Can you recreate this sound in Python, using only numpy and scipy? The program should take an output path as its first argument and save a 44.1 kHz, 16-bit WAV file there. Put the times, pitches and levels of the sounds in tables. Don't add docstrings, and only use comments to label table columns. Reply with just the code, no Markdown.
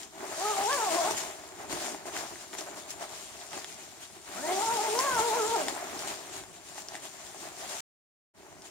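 import sys
import numpy as np
from scipy import signal
from scipy.fft import rfft, irfft, next_fast_len
from scipy.io import wavfile
from scipy.ndimage import uniform_filter1d

SR = 44100
rng = np.random.default_rng(int(sys.argv[2]) if len(sys.argv) > 2 else 0)


def to_wav(s):
    ch = np.atleast_2d(s).T
    pcm = np.round(np.clip(ch, -1, 1) * 32767)
    wavfile.write(sys.argv[1], SR, pcm.astype(np.int16))


def level_to_linear(level):
    exponent = np.asarray(level, float) / 20
    return 10 ** exponent


N = 383669
SIZE = 2 * next_fast_len(N // 2 + 1)


def zipper():
    # (time [s], teeth passed [Hz], second partial [relative dB], first over second [dB])
    pulls = [
        [(0.33, 281, -65, -5.5), (0.378, 311, -45, -9.5), (0.45, 420.7, -33, -7), (0.502, 430.5, -31.5, -10.5),
         (0.548, 388.6, -39, -4.5), (0.628, 397.7, -33.5, -14.5), (0.66, 403.5, -35.5, -3),
         (0.716, 566, -30, -5), (0.755, 565.4, -39, 6), (0.792, 472, -36.5, -2), (0.822, 448, -34.5, -7.5),
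         (0.92, 317, -33.5, -17), (0.956, 345, -45, 12), (0.98, 354, -31, -26.5), (1.038, 319.8, -33.5, -10.5),
         (1.088, 448.6, -33, -10), (1.16, 371, -68, -12.5)],
        [(4.33, 159.7, -69, 8.5), (4.446, 308.2, -40, -7.5), (4.516, 371, -37.5, 0), (4.6, 395.8, -33.5, -6),
         (4.626, 444.3, -32, -17.5), (4.71, 459, -30.5, -10.5), (4.742, 479, -40, -1.5),
         (4.792, 413, -32.5, -12), (4.848, 457, -34.5, -9.5), (4.896, 412.4, -43, 4), (4.97, 473, -36.5, 3.5),
         (4.995, 523, -33.5, 1.5), (5.056, 563, -38.5, 2.5), (5.206, 433.6, -32, -6.5), (5.268, 479, -39, 4.5),
         (5.324, 423.4, -31.5, -7), (5.364, 490.7, -37.5, 6), (5.438, 414.5, -35.5, -1), (5.476, 453, -43.5, 2),
         (5.548, 470, -29.5, -2), (5.59, 321.3, -35.5, -10.5), (5.66, 255.8, -45, -2)],
    ]
    # (multiple of the tooth rate, level against the second [dB])
    tooth_partials = [(3, -13), (4, -28), (5, -35)]
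    # (time [s], added level [dB])
    upper_levels = [(0.36, -2), (0.45, 3.5), (0.55, 9), (0.64, -9), (0.74, 11), (0.82, 5), (0.95, 7.5),
                    (1.09, 1), (4.45, 6), (4.62, -3), (4.75, 0), (4.85, -5.5), (4.98, -3.5), (5.06, 6.5),
                    (5.2, 5.5), (5.3, -4), (5.42, 7.5), (5.58, -2.5)]
    # (time [s], relative level [dB])
    squeak_levels = [(4.34, -59), (4.38, -58), (4.46, -49.5), (4.52, -46.5), (4.55, -60), (4.59, -60)]
    t = np.arange(N) / SR
    rows = np.vstack(pulls)
    rate_hz, level_db, first_db = (np.interp(t, rows[:, 0], rows[:, k]) for k in range(1, 4))
    wobble = evened(uniform_filter1d(rng.standard_normal(N), size=300))
    turns = np.cumsum(rate_hz * (1 + .016 * wobble)) / SR
    upper_db = np.interp(t, *np.transpose(upper_levels))
    partials = [(1, level_db + first_db), (2, level_db)]
    partials += [(round(k), level_db + upper_db + db) for k, db in tooth_partials]
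    buzz = np.zeros(N)
    for k, db in partials:
        level = level_to_linear(db) * flutter(0.0052, 2.0) * flutter(.02, k)
        buzz += level * np.cos(2 * np.pi * k * turns)
    squeak_db = np.interp(t, *np.transpose(squeak_levels), -120, -120)
    buzz += level_to_linear(squeak_db) * np.cos(2 * np.pi * 6 * turns)
    moving = sum((t > pull[0][0]) & (t < pull[-1][0]) for pull in pulls)
    return np.sqrt(2) * buzz * uniform_filter1d(moving * 1., size=1500)


def snaps():
    # (time [s], relative peak [dB], brightest at [Hz], fall-off away from it [dB per octave])
    pops = [(0.0325, -30, 5500, 8), (0.73, -17, 5500, 10), (0.9899, -21.5, 7000, 11),
            (1.7133, -32, 4200, 10), (1.861, -29, 2600, 9), (1.9461, -28.5, 780, 5.5),
            (2.0561, -27.5, 1000, 14), (2.1665, -25.5, 1900, 16), (2.1887, -38, 3500, 0),
            (2.358, -34.5, 1900, 14), (2.532, -34, 2500, 2), (2.551, -32.5, 900, 3), (2.587, -28, 5500, 5),
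            (2.6096, -25, 5500, 14), (3.0273, -34, 1000, 3), (3.3904, -43, 2800, -1.5),
            (3.414, -35, 3500, 8), (3.532, -34.5, 1500, -1), (3.6453, -25.5, 4400, 6.5),
            (4.991, -11, 5500, 30.5), (5.003, -26, 1900, 12.5), (5.6356, -21.5, 7000, 17),
            (5.6839, -19, 8000, 2), (5.7515, -27, 8000, 17.5), (5.992, -26, 5500, 19),
            (6.0744, -29.5, 780, 9), (6.437, -38.5, 5500, 1), (6.78, -29, 1000, 8),
            (6.8863, -22.5, 5500, 25), (6.921, -37, 780, 6), (6.9451, -32, 1200, 6),
            (6.9534, -28.5, 1900, 6), (6.9647, -31, 8000, 5), (8.6212, -34, 5500, 15)]
    # (frequency [Hz], time to the peak of the ring [s])
    crease_modes = [(780, .0012), (1900, .0005), (3500, .0003), (5500, .00017), (8000, .00012)]
    lead_s, right_delay_s = .0004, 20e-6
    out, t = np.zeros((2, N)), np.arange(600) / SR
    modes = np.array([np.sin(2 * np.pi * hz * t) * t / peak * np.exp(1 - t / peak)
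                      for hz, peak in crease_modes])
    mode_hz = np.array(crease_modes)[:, 0]
    for s, db, bright_hz, fall_db in pops:
        mode_db = db - fall_db * abs(np.log2(mode_hz / bright_hz))
        for port, at in zip(out, (s, s + right_delay_s)):
            port[round((at - lead_s) * SR):][:len(t)] += level_to_linear(mode_db) @ modes
    return out


def sliding_hiss():
    # (frequency [Hz], relative density [dB per Hz])
    hiss_colour = [(300, -16), (800, -9.5), (1500, -1.5), (3000, 0), (5000, 0.5), (7000, 3.5),
                   (10000, -4.5), (13000, -11.5), (16000, -14.5)]
    # (time [s], jump [dB], time for the jump to die by 1/e [s])
    scrapes = [(1.168, 3, 0.026), (2.584, 6.5, 0.012), (2.905, 4.5, 0.0075), (5.991, 3.5, 0.043),
               (6.074, 5, 0.012)]
    t = np.arange(N) / SR
    scrape_db = sum(db * (t > s) * np.exp(-abs(t - s) / decay) for s, db, decay in scrapes)
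    slide = grainy(500, 5.8, 0.14) * handling(1) * level_to_linear(scrape_db) * flutter(0.0029, 0.55)
    return patchy(spread(slide, hiss_colour, 3200, 12000), 1.4)


def taut_drumming(flap):
    # (frequency [Hz], relative density [dB per Hz])
    taut_colour = [(350, -28), (520, -0.5), (650, 3), (950, -3), (1400, -8), (2200, -11), (4000, -29.5)]
    taut = grainy(160, 5.1, 0.28) * flap * flutter(0.025, 1.8)
    return spread(taut, taut_colour, 560, 800)


def slack_drumming(flap, puffs):
    # (frequency [Hz], relative density [dB per Hz])
    slack_colour = [(70, -36), (150, -14), (260, -5), (380, 3), (500, -9), (700, -47.5)]
    # (time [s], level [dB])
    slackness = [(0.1, -2), (0.5, -11.5), (1.2, -6), (1.75, -2), (2.2, -5.5), (3.2, -4), (4.2, -4.5),
                 (4.75, -6), (5.2, -8), (6, -3), (6.6, -4.5), (7.3, -4.5), (7.7, -8.5), (8.5, -0.5)]
    puff_slack_db = 1.5
    slack_db = np.interp(np.arange(N) / SR, *np.transpose(slackness))
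    sway = np.sqrt(level_to_linear(2 * slack_db) * flap ** 2 + level_to_linear(2 * puff_slack_db) * puffs)
    slack = grainy(90, 2.9, 0.14) * sway * flutter(0.018, 1.3)
    return spread(slack, slack_colour, 250, 380)


def pushed_air(flap, puffs):
    # (frequency [Hz], relative density [dB per Hz])
    rumble_colour = [(25, -13.5), (45, -3), (70, 2), (130, -1), (220, 0), (400, -33.5)]
    air_db, calm_db = -62.5, -52
    follows = 0.11
    push = np.sqrt(level_to_linear(2 * air_db) * (flap / level_to_linear(calm_db)) ** (2 * follows) + puffs)
    air = rng.standard_normal((3, N)) * push * flutter(0.03, 1.2)
    return spread(air, rumble_colour, 40, 200)


def fabric():
    # (time of the peak [s], length [s], relative level [dB])
    swings = [(0.6, 0.029, -66), (0.993, 0.028, -72.5), (1.14, 0.031, -50), (1.25, 0.054, -59),
              (1.726, 0.059, -48.5), (2.19, 0.044, -55), (3.028, 0.045, -65), (3.562, .04, -65),
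              (4.7, 0.078, -53), (5.16, 0.077, -48.5), (5.48, 0.035, -53.5), (5.67, .05, -56.5),
              (5.98, 0.19, -59.5), (6.41, 0.12, -59), (6.92, 0.023, -62)]
    flap, puffs = handling(2), swells(swings, column=2)
    return sliding_hiss() + taut_drumming(flap) + slack_drumming(flap, puffs) + pushed_air(flap, puffs)


def handling(column):
    # (time [s], sliding hiss [relative dB], flapping [relative dB])
    stir = [(0, -43.5, -54), (0.1, -57, -61.5), (0.21, -49.5, -43.5), (0.43, -37, -42.5), (0.7, -35.5, -43),
            (1.07, -37, -37.5), (1.145, -39.5, -44.5), (1.25, -41, -44), (1.36, -49, -50),
            (1.68, -56.5, -57.5), (1.9, -55, -45.5), (2.02, -54, -53), (2.3, -46.5, -48),
            (2.48, -50, -54.5), (2.7, -52, -51), (3.3, -48, -53.5), (3.98, -52, -57), (4.23, -52.5, -58.5),
            (4.36, -42.5, -43.5), (4.6, -36, -41), (5.5, -36.5, -40), (5.8, -44.5, -43.5),
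            (6.23, -46.5, -49), (6.51, -55, -57), (7.2, -48.5, -54.5), (7.55, -50, -53.5),
            (7.8, -40.5, -47.5), (8.35, -59, -56.5), (8.7, -57, -58.5)]
    # (peak time [s], length [s], hiss [relative dB], flapping [relative dB])
    rustles = [(0.033, 0.022, -48, -55.5), (0.604, 0.044, -86.5, -38), (0.738, .04, -38, -44.5),
               (0.925, 0.046, -34.5, -46), (1.06, 0.029, -42.5, -41), (1.112, 0.017, -34.5, -36),
               (1.185, 0.039, -37, -56.5), (1.616, 0.089, -50.5, -48.5), (1.726, 0.044, -37.5, -38.5),
               (1.821, 0.13, -38.5, -46), (2.075, 0.038, -45.5, -43), (2.175, 0.073, -39, -40.5),
               (2.415, 0.03, -47.5, -58), (2.54, 0.02, -45, -47), (2.599, 0.056, -43, -47),
               (2.68, 0.098, -52, -53.5), (2.784, .04, -44.5, -54), (2.908, .035, -42.5, -57.5),
               (3.028, 0.039, -44.5, -46), (3.163, .09, -46, -62), (3.422, 0.019, -51, -51.5),
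               (3.562, 0.073, -43.5, -46.5), (3.697, .06, -47, -55.5), (3.821, 0.064, -49.5, -57.5),
               (4.026, 0.039, -46, -60.5), (4.166, 0.036, -61, -52.5), (4.5, 0.042, -64, -41.5),
               (5.004, 0.051, -36, -47.5), (5.198, 0.026, -34, -38), (5.288, .03, -37, -50.5),
               (5.607, 0.026, -39.5, -39), (5.692, 0.037, -42.5, -45.5), (5.996, 0.087, -44.5, -50),
               (6.101, 0.056, -40.5, -45.5), (6.356, 0.061, -41.5, -48.5), (6.55, 0.042, -52, -59),
               (6.69, 0.076, -49, -60.5), (6.785, 0.052, -44.5, -53.5), (6.86, 0.017, -60, -58),
               (6.949, 0.038, -47, -51.5), (7.049, 0.036, -44.5, -48), (7.268, 0.024, -48, -58),
               (7.433, 0.069, -46.5, -48), (7.608, 0.066, -44.5, -50.5), (7.717, 0.054, -40.5, -48),
               (8.66, 0.039, -49.5, -67)]
    stir_db = np.interp(np.arange(N) / SR, *np.transpose(stir)[[0, column]])
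    return np.sqrt(level_to_linear(2 * stir_db) + swells(rustles, column=column + 1))


def swells(rows, column):
    rise_share = 0.65
    power = np.zeros(N)
    for row in rows:
        peak_s, length_s = row[:2]
        start = max(round((peak_s - 3 * length_s) * SR), 0)
        stop = min(round((peak_s + 4 * length_s) * SR), N)
        at = np.arange(start, stop)
        u = (at / SR - peak_s) / length_s
        power[at] += level_to_linear(2 * row[column]) * np.exp(-2 * np.where(u < 0, u / rise_share, u) ** 2)
    return power


def grainy(per_s, spread_db, share):
    size = level_to_linear(spread_db * np.minimum(rng.exponential(1, (4, N)), 3.6))
    size = size * rng.choice([-1., 1.], (4, N))
    creases = size * (rng.random((4, N)) < per_s / SR)
    share = np.clip(share, 0, 1)
    return np.sqrt(1 - share) * rng.standard_normal((4, N)) + np.sqrt(share) * evened(creases)


def flutter(seconds, db):
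    width = int(seconds * SR)
    smooth = uniform_filter1d(uniform_filter1d(rng.standard_normal(N), width), width)
    return evened(level_to_linear(db * evened(smooth)))


def patchy(x, db):
    z = signal.stft(x, nperseg=256)[2]
    patches = uniform_filter1d(rng.standard_normal(z.shape[:0:-1]).T, size=14, axis=1)
    patches = evened(uniform_filter1d(patches, size=6, axis=0))
    power_rise_db = db ** 2 * np.log(10) / 20
    return signal.istft(z * level_to_linear(db * patches - power_rise_db), nperseg=256)[1][:, :N]


def spread(streams, colour, lo_hz, hi_hz):
    # (frequency [Hz], shared part of the power [0 to 1])
    likeness = [(40, .3), (130, 0.99), (250, 0.76), (400, 0.96), (700, 1), (1200, 0.31), (2200, 0.26),
                (4000, 0.09), (16000, 0.032)]
    right_delay_s = 38e-6
    hz = np.fft.rfftfreq(SIZE, 1 / SR)
    same = np.clip(read(likeness, hz), 0, 1)
    delays = np.array([[0], [right_delay_s]])
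    common = rfft(streams[0], SIZE) * np.exp(-2j * np.pi * hz * delays)
    alone = rfft(streams[1:3], SIZE)
    mixed = common * np.sqrt(same) + alone * np.sqrt(1 - same)
    return irfft(mixed * band_unit(colour, hz, lo_hz, hi_hz), SIZE)[:, :N]


def band_unit(points, hz, lo_hz, hi_hz):
    gain = level_to_linear(read(points, hz))
    return gain / np.sqrt(np.sum(gain[(hz > lo_hz) & (hz < hi_hz)] ** 2) / len(hz))


def read(points, hz):
    f, value = np.transpose(points)
    return np.interp(np.log(hz + 1), np.log(f + 1), value)


def evened(x):
    return x / np.sqrt(np.mean(x ** 2) + 1e-20)


def causal(db):
    log_gain = np.log(level_to_linear(np.r_[db, db[-2:0:-1]]))
    phase = -signal.hilbert(log_gain).imag
    return np.fft.ifft(np.exp(log_gain + 1j * phase)).real[:len(db) // 2]


def room(x, t60_s, db):
    taps = np.zeros((2, SR // 2))
    at = np.arange(150, SR // 2 - 20, 20) + rng.integers(0, 20, (2, (SR // 2 - 151) // 20))
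    np.put_along_axis(taps, at, rng.choice([-1., 1.], at.shape), 1)
    hz, t, z = signal.stft(taps, SR, nperseg=256)
    decay_db = -60 * t / t60_s * (0.5 + hz[:, None] / 6000)
    tail = signal.istft(z * level_to_linear(decay_db), SR, nperseg=256)[1]
    return level_to_linear(db) * signal.fftconvolve(x[None], tail / np.linalg.norm(tail[0]), axes=1)[:, :N]


def scene():
    buzz, pops = zipper(), snaps()
    near = level_to_linear(3.0) * buzz + level_to_linear(0.5) * pops
    echo = room(buzz, 0.32, -8) + room(pops[0], 0.15, -10.5)
    return near + echo + fabric()


def top_cut(x):
    return signal.sosfilt(signal.butter(12, 16800, fs=SR, output="sos"), x)


def record(dry):
    # (frequency [Hz], width [Hz], gain [dB])
    left_port = [(120, 600, -3), (523, 35, -16.5), (7430, 1000, 5), (7790, 240, -11.5), (8540, 2000, 3.5)]
    right_port = [(121, 160, 0.5), (521.5, 51, -12.5), (799, 690, -1.5), (7300, 130, -19.5),
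                  (8640, 3600, -6)]
    # (frequency [Hz], lag [rad])
    right_lag = [(40, 2.26), (300, 0.44), (700, 0.53), (2000, 0.49), (4000, 0.061)]
    low_hz, high_hz = 38, 15850
    off_s, on_s, fade_s = 7.8055, 8.338, .045
    hz = np.fft.rfftfreq(8192, 1 / SR)
    port_db = [sum(db / (1 + (2 * (hz - f) / w) ** 2) for f, w, db in port)
               for port in (left_port, right_port)]
    x = signal.oaconvolve(dry, np.array([causal(db) for db in port_db]), axes=1)[:, :N]
    lag = read(right_lag, np.fft.rfftfreq(SIZE, 1 / SR))
    x[1] = irfft(rfft(x[1], SIZE) * np.exp(-1j * lag), SIZE)[:N]
    x = signal.sosfilt(signal.butter(3, low_hz, "high", fs=SR, output="sos"), x)
    x = signal.oaconvolve(x, signal.firwin(401, high_hz, fs=SR)[None], "same")
    t = np.arange(N) / SR
    x *= np.where(t < off_s, 1, np.clip((t - on_s) / fade_s, 0, 1))
    return top_cut(x)


dry = scene()
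out = record(dry)
to_wav(out)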